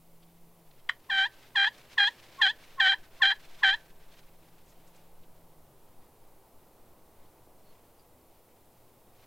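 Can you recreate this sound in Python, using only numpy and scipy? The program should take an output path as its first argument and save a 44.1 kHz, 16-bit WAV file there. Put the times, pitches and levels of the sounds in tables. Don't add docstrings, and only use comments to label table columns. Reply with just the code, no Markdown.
import sys
import numpy as np
from scipy import signal
from scipy.fft import rfft, irfft
from scipy.io import wavfile
from scipy.ndimage import uniform_filter1d

SR = 44100
rng = np.random.default_rng(int(sys.argv[2]) if len(sys.argv) > 2 else 0)


def pcm_store(signal):
    levels = np.round(np.clip(np.atleast_2d(signal), -1, 1) * 32767)
    wavfile.write(sys.argv[1], SR, levels.astype(np.int16).T)


N = 408366
TIME = np.arange(N) / SR
FREQS = np.maximum(np.fft.rfftfreq(N, 1 / SR), 1)

# frequency in Hz, left-right correlation.
MIC_CORRELATION = [(50, .98), (1000, .97), (3000, .85), (8000, .78), (15000, .87)]
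# frequency in Hz, relative density in dB.
HISS_SPECTRUM = [(1060, -38.5), (1800, -18.5), (1880, -4), (2280, -5), (4210, -7), (6130, -8),
                 (14600, -1.5), (16000, -5)]
TREE_SPECTRUM = [(24, -46.5), (40, 0), (113, 0), (214, -4.5), (250, -2), (283, -6), (314, -1.5), (637, -3),
                 (916, -5), (1860, -22), (2500, -36), (3250, -62.5), (5500, -120)]
SWELL_SPECTRUM = [(300, -7.5), (900, -5), (2200, 0), (4000, -3.5), (7000, -12), (14000, -22.5)]
# time in seconds, level in dB before trim.
RUSH_LEVELS = [(0.0, -67), (0.82, -65.5), (1.99, -62), (4.26, -64), (6.99, -62), (8.79, -64.5), (9.26, -63)]
BUFFET_LEVELS = [(0.0, -59), (0.07, -59), (2.4, -68.5), (2.68, -58), (4.1, -50), (4.51, -63), (4.56, -56),
                 (9.26, -67)]
# time in seconds, firing rate in Hz, level in dB.
ENGINE_CURVE = [(0, 167, -63.5), (.62, 170.6, -65), (.82, 131, -77), (2.3, 143.5, -71.5),
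                (3.2, 154.1, -75.5), (4.7, 168.6, -68), (5.45, 170, -67.5), (5.65, 147.3, -70),
                (6.2, 128.7, -89), (9.2, 119.9, -73)]
# peak time in seconds, level in dB, half length in seconds.
NOISE_SWELLS = [(1.6, -64, 0.4), (2.25, -62.5, 0.3), (2.9, -66, 0.53), (3.571, -63.5, 0.23),
                (4.138, -65, 0.063), (4.65, -73.5, 0.31), (4.994, -76, .05), (7.243, -78, .04),
                (7.721, -80, 0.079), (9.25, -70, 0.052)]
# peak time in seconds, level in dB, centre in Hz, rise and decay in seconds.
SMALL_TICKS = [(0.233, -61.5, 3240, 0.0054), (0.714, -60.5, 3480, 0.0037), (1.14, -59, 255, 0.031),
               (4.698, -66.5, 6500, 0.025), (4.879, -62.5, 6700, 0.0064), (4.965, -63.5, 6600, .008),
               (4.98, -66, 2200, .007), (5.237, -66, 3150, 0.0097), (7.476, -54.5, 482, 0.0043),
               (7.755, -68, 2800, .006), (8.0, -74, 2502, .008), (8.49, -70, 2193, 0.0044),
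               (8.518, -71, 2200, 0.011)]
# peak time in seconds, level in dB, pitch and spread in Hz, half length in seconds.
BIRD_CHIPS = [(7.687, -69, 4330, 6, .02), (8.001, -67.5, 4850, 200, .008)]
# delay in seconds, gain.
BLIND_REFLECTIONS = [(.0043, .13), (.0105, .12), (.0153, .05), (.026, .03)]
# frequency in Hz, gain in dB.
WOOD_SPECTRUM = [(500, -12), (1200, -4), (1550, 6.5), (2000, -2.5), (4000, -15), (10000, -25.5)]
# start in seconds, drive level in dB, decay in seconds.
LIP_POPS = [(.8905, -12, .001), (.8938, -7, .0014), (.897, -24, .013)]
# centre and width in Hz, relative gain in dB.
POP_MODES = [(1150, 180, 1), (1450, 300, 1), (1900, 400, 2), (3150, 400, 0), (4200, 1200, -19),
             (6900, 1600, -25)]
MOUTH_MODES = [(838, 410, -13), (1046, 85.5, -18), (1487, 340, -9), (1568.8, 200, -3.5), (1747.6, 231, 8),
               (2310, 87, -17.5)]
LIP_MODES = [(3192, 160, -3.5), (3240, 250, -7), (4014, 113, -7), (4830, 110, -22.5), (5510, 74, -35),
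             (6540, 770, -37.5), (7616, 320, -43)]
# break time and length in seconds, mid-note pitch in Hz; mid-note level, swell, crack
# and overtone share in dB; base rasp from 0 to 1, whistle and flip times in seconds, squeak level in dB.
YELP_NOTES = [(1.102, 0.16, 776, -25, 6, -0.5, -5, 0.38, .009, 0.0077, -40),
              (1.559, 0.12, 790.6, -22, 3, -1, -3, 0.52, .012, 0.0085, -38),
              (1.982, 0.1, 802.8, -21.5, 2.5, 4, -3, .42, .012, .006, -37.5),
              (2.418, 0.089, 779, -23, -6, 2.5, -3.5, 0.47, .032, .010, -47.5),
              (2.803, .138, 769.2, -23, -3, 4, -4.5, 0.5, 0.025, .003, -43.5),
              (3.222, .104, 772.6, -22, -6.5, 1.5, -4, 0.75, 0.02, .005, -44),
              (3.634, 0.11, 770.5, -21, -4.5, -1, -4.5, .8, .014, 0.0083, -42.5)]
# time in seconds, change of pitch in Hz, overtones and level in dB.
TONGUE_PRESSES = [(1.190, -3.5, 0, 3.5), (1.252, 8.5, 0.5, -5.5), (1.660, 4, -2.5, -4.5),
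                  (2.060, 11.5, 5, -5), (2.443, 26, 2.5, 0.5), (2.465, -22.5, -2, 1), (2.489, 25, 3.5, -2),
                  (2.868, -16, -5.5, 2.5), (2.897, 28, 5.5, 2), (3.283, 32, 7, -1.5),
                  (3.722, 21.5, 2, -6.5)]

WHISTLE_HZ, WHISTLE_DB, WHISTLE_RISE_DB = 1095, -30, 16.5
BREAK_LEAD_S, BREAK_GLIDE_S = .0036, .0044
ATTACK_LEAD_S, ATTACK_S, CRACK_S = .0022, .0008, .004
SAG_HZ_PER_S, BOW_HZ = 83, 13
PRESS_WIDTH_S, CLEAN_DB_PER_HZ = .010, .3
FLIP_HZ, RELEASE_S = 1005, .0042
WHISTLE_DULL_DB, FLIP_DULL_DB, TIGHT_RASP_LOSS = 20, 7, .6
CLUCK_S = .8945


def from_db(db):
    return 10 ** (np.asarray(db) / 20)


def unit_rms(x):
    return x / np.sqrt(np.mean(x ** 2) + 1e-20)


def step(t, width_s):
    return .5 + .5 * np.tanh(t / (2 * width_s))


def bump(t, width_s):
    return np.exp(-(t / width_s) ** 2 / 2)


def over_time(rows):
    times_s, *columns = np.transpose(rows)
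    return [np.interp(TIME, times_s, column) for column in columns]


def over_freq(rows):
    hz, values = np.transpose(rows)
    return np.interp(np.log(FREQS), np.log(hz), values)


def coloured(x, spectrum):
    cepstrum = irfft(np.log(from_db(over_freq(spectrum))), N)
    cepstrum[1:N // 2] *= 2
    cepstrum[N // 2 + 1:] = 0
    return irfft(rfft(x) * np.exp(rfft(cepstrum)), N)


def resonate(x, modes):
    out = 0
    for hz, width_hz, db in modes:
        r = np.exp(-np.pi * width_hz / SR)
        gain = (1 - r * r) / 2
        section = [gain, 0, -gain, 1, -2 * r * np.cos(2 * np.pi * hz / SR), r * r]
        out = out + from_db(db) * signal.sosfilt([section, section], x)
    return out


def band_noise(centre_hz, width_hz):
    white = rfft(rng.standard_normal(N))
    return unit_rms(irfft(white / (1 + ((FREQS - centre_hz) / width_hz) ** 2), N))


def stereo_noise(spectrum):
    mid, side = rfft(rng.standard_normal((2, N)))
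    correlation = np.clip(over_freq(MIC_CORRELATION), 0, 1)
    pair = np.sqrt(1 + correlation) * mid + np.sqrt(1 - correlation) * side * [[1], [-1]]
    return unit_rms(irfft(pair * from_db(over_freq(spectrum)), N))


def wind(rush_trim_db=1, buffet_trim_db=4):
    rush = from_db(over_time(RUSH_LEVELS)[0] + rush_trim_db) * stereo_noise(TREE_SPECTRUM)
    buffet = from_db(over_time(BUFFET_LEVELS)[0] + buffet_trim_db) * band_noise(6, width_hz=6)
    return rush + buffet


def engine(second_order_db=-13, waver=.009, swing_db=1.5):
    firing_hz, level_db = over_time(ENGINE_CURVE)
    phase = 2 * np.pi * np.cumsum(firing_hz * (1 + waver * band_noise(0, width_hz=3.847))) / SR
    gain = np.sqrt(2) * from_db(level_db + swing_db * band_noise(0, width_hz=4))
    return gain * (np.sin(phase) + from_db(second_order_db) * np.sin(2 * phase))


def airy_swells(floor_db=-80.5, grain_db=3):
    swells = sum(from_db(db) * bump(TIME - s, width_s) for s, db, width_s in NOISE_SWELLS)
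    grain = from_db(grain_db * band_noise(0, width_hz=26))
    return (from_db(floor_db) + swells) * grain * stereo_noise(SWELL_SPECTRUM)


def ticks(width_ratio=.39):
    return sum(from_db(db) * np.exp(-np.abs(TIME - s) / decay_s) * band_noise(hz, width_ratio * hz)
               for s, db, hz, decay_s in SMALL_TICKS)


def bird():
    return sum(from_db(db) * bump(TIME - s, width_s) * band_noise(hz, spread_hz)
               for s, db, hz, spread_hz, width_s in BIRD_CHIPS)


def echo(x, t60_s, onset_s=.0083):
    t = TIME[:SR]
    tails = rng.standard_normal((3, SR)) * from_db(-60 * t / t60_s) * (1 - np.exp(-t / onset_s))
    pair = tails[0] + .3 * tails[1:]
    return signal.fftconvolve(x[None], unit_rms(pair) / np.sqrt(SR), axes=1)[:, :N]


def surroundings(call, blind_db=-22, wood_db=-47):
    near = sum(gain * np.interp(TIME - delay_s, TIME, call) for delay_s, gain in BLIND_REFLECTIONS)
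    blind = from_db(blind_db) * echo(call, t60_s=.13)
    wood = from_db(wood_db) * echo(coloured(call, WOOD_SPECTRUM), t60_s=1.7)
    return call + near + blind + wood


def lip_smack():
    envelope = sum(from_db(db) * (TIME >= s) * np.exp(-np.abs(TIME - s) / decay_s)
                   for s, db, decay_s in LIP_POPS)
    return resonate(envelope * rng.standard_normal(N), POP_MODES)


def nearest_yelp():
    rows = np.array(YELP_NOTES)
    mid_gaps_s = (rows[1:, 0] + rows[:-1, 0] + rows[:-1, 1]) / 2
    return rows[np.searchsorted(mid_gaps_s, TIME)].T


def whistle_swell(t, whistle_s):
    return from_db(WHISTLE_RISE_DB * np.minimum(t, 0) / whistle_s) * step(t + whistle_s, RELEASE_S)


def whistles(break_hz=995, opening_db=-33, squeak_hz=945, rise_hz_per_s=4900, waver=.012):
    break_s, length_s, *_, whistle_s, _, squeak_db = nearest_yelp()
    t = TIME - break_s
    opening_hz = break_hz + (WHISTLE_HZ - break_hz) * step(-t - 2 * BREAK_LEAD_S, BREAK_GLIDE_S)
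    closing_hz = squeak_hz + rise_hz_per_s * (t - length_s)
    pitch_hz = np.where(t < length_s / 2, opening_hz, closing_hz)
    phase = 2 * np.pi * np.cumsum(pitch_hz * (1 + waver * band_noise(0, width_hz=180))) / SR
    opening = from_db(opening_db) * whistle_swell(t, whistle_s) * step(-t, ATTACK_S)
    closing = from_db(squeak_db) * bump(t - length_s, width_s=.006)
    return np.sqrt(2) * (opening + closing) * np.sin(phase)


def cluck(pitch_hz=950, puff_db=-18.5, trace_db=-54, trace_s=.012, overtones_db=-15, rasp=.9):
    t = TIME - CLUCK_S
    puff = from_db(puff_db) * bump(t, width_s=.0011)
    trace = from_db(trace_db) * (t > 0) * np.exp(-np.abs(t) / trace_s)
    return np.broadcast_arrays(pitch_hz, puff + trace, overtones_db, rasp)


def yelps(rasp_swing_db=2.5):
    break_s, length_s, hz, db, swell_db, crack_db, bright_db, rasp, whistle_s, flip_s, _ = nearest_yelp()
    t = TIME - break_s
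    from_middle_s = np.clip(t, 0, length_s) - length_s / 2
    position = from_middle_s / length_s
    press_hz, press_bright_db, press_db = sum(np.outer(changes, bump(TIME - s, PRESS_WIDTH_S))
                                              for s, *changes in TONGUE_PRESSES)

    unbroken = step(-t - BREAK_LEAD_S, BREAK_GLIDE_S)
    flipped = step(t - length_s, flip_s)
    held_hz = hz - SAG_HZ_PER_S * from_middle_s + BOW_HZ * (2 * position) ** 2 + press_hz
    pitch_hz = held_hz + (WHISTLE_HZ - held_hz) * unbroken + (FLIP_HZ - held_hz) * flipped

    sounding = step(t + ATTACK_LEAD_S, ATTACK_S)
    whistle = from_db(WHISTLE_DB) * whistle_swell(t, whistle_s)
    note = from_db(db + swell_db * position + crack_db * bump(t, CRACK_S) + press_db)
    envelope = (1 - sounding) * whistle + sounding * note * step(length_s - t, RELEASE_S)

    overtones_db = bright_db + press_bright_db - WHISTLE_DULL_DB * unbroken - FLIP_DULL_DB * flipped
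    rasp_change_db = rasp_swing_db * band_noise(0, width_hz=40) - CLEAN_DB_PER_HZ * press_hz
    rasp = rasp * (1 - TIGHT_RASP_LOSS * (unbroken + flipped)) * from_db(rasp_change_db)
    return pitch_hz, envelope, overtones_db, np.clip(rasp, 0, 1)


def reed(pitch_hz, rasp, flutter_hz=325, flutter_depth=.38, flutter_rad=.17, jitter=.013, air_db=-21):
    flutter = rasp * band_noise(flutter_hz, width_hz=70)
    wobble = 1 + jitter * (.5 + rasp) * band_noise(68, width_hz=51)
    phase = 2 * np.pi * np.cumsum(pitch_hz * wobble) / SR + flutter_rad * flutter
    falloff = from_db(-27 * np.clip((pitch_hz - 965) / 95, 0, 1))
    pulses = sum(falloff ** k * np.cos((k + 1) * phase) for k in range(11))
    air = from_db(air_db) * rasp * 2 * (1 + np.cos(phase)) * band_noise(0, width_hz=4200)
    return pulses * (1 + flutter_depth * flutter) + air


def blown(source, modes, target_rms):
    power = uniform_filter1d(resonate(source, modes) ** 2, size=400)
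    drive = (target_rms + 1e-12) / np.sqrt(np.maximum(power, 0) + 1e-9)
    return resonate(source * drive, modes)


def mouth_call(mouth_shake_db=1.7, lip_shake_db=2.8):
    in_cluck = TIME < (CLUCK_S + YELP_NOTES[0][0]) / 2
    pitch_hz, envelope, overtones_db, rasp = np.where(in_cluck, cluck(), yelps())
    source = reed(pitch_hz, rasp)
    lip_share = np.clip(from_db(overtones_db) ** 2, 0, .7)
    mouth_shake = from_db(mouth_shake_db * rasp * band_noise(60, width_hz=80))
    lip_shake = from_db(lip_shake_db * rasp * band_noise(60, width_hz=80))
    mouth = blown(source, MOUTH_MODES, np.sqrt(1 - lip_share) * envelope * mouth_shake)
    lips = blown(source, LIP_MODES, np.sqrt(lip_share) * envelope * lip_shake)
    return mouth + lips


def scene():
    call = mouth_call() + whistles() + lip_smack()
    return surroundings(call) + engine() + wind() + airy_swells() + ticks() + bird()


def record(dry, hiss_db=-67, cutoff_hz=15900):
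    noisy = dry + from_db(hiss_db) * stereo_noise(HISS_SPECTRUM)
    return signal.sosfilt(signal.ellip(12, .1, 80, cutoff_hz, fs=SR, output="sos"), noisy)


dry = scene()
out = record(dry)
pcm_store(out)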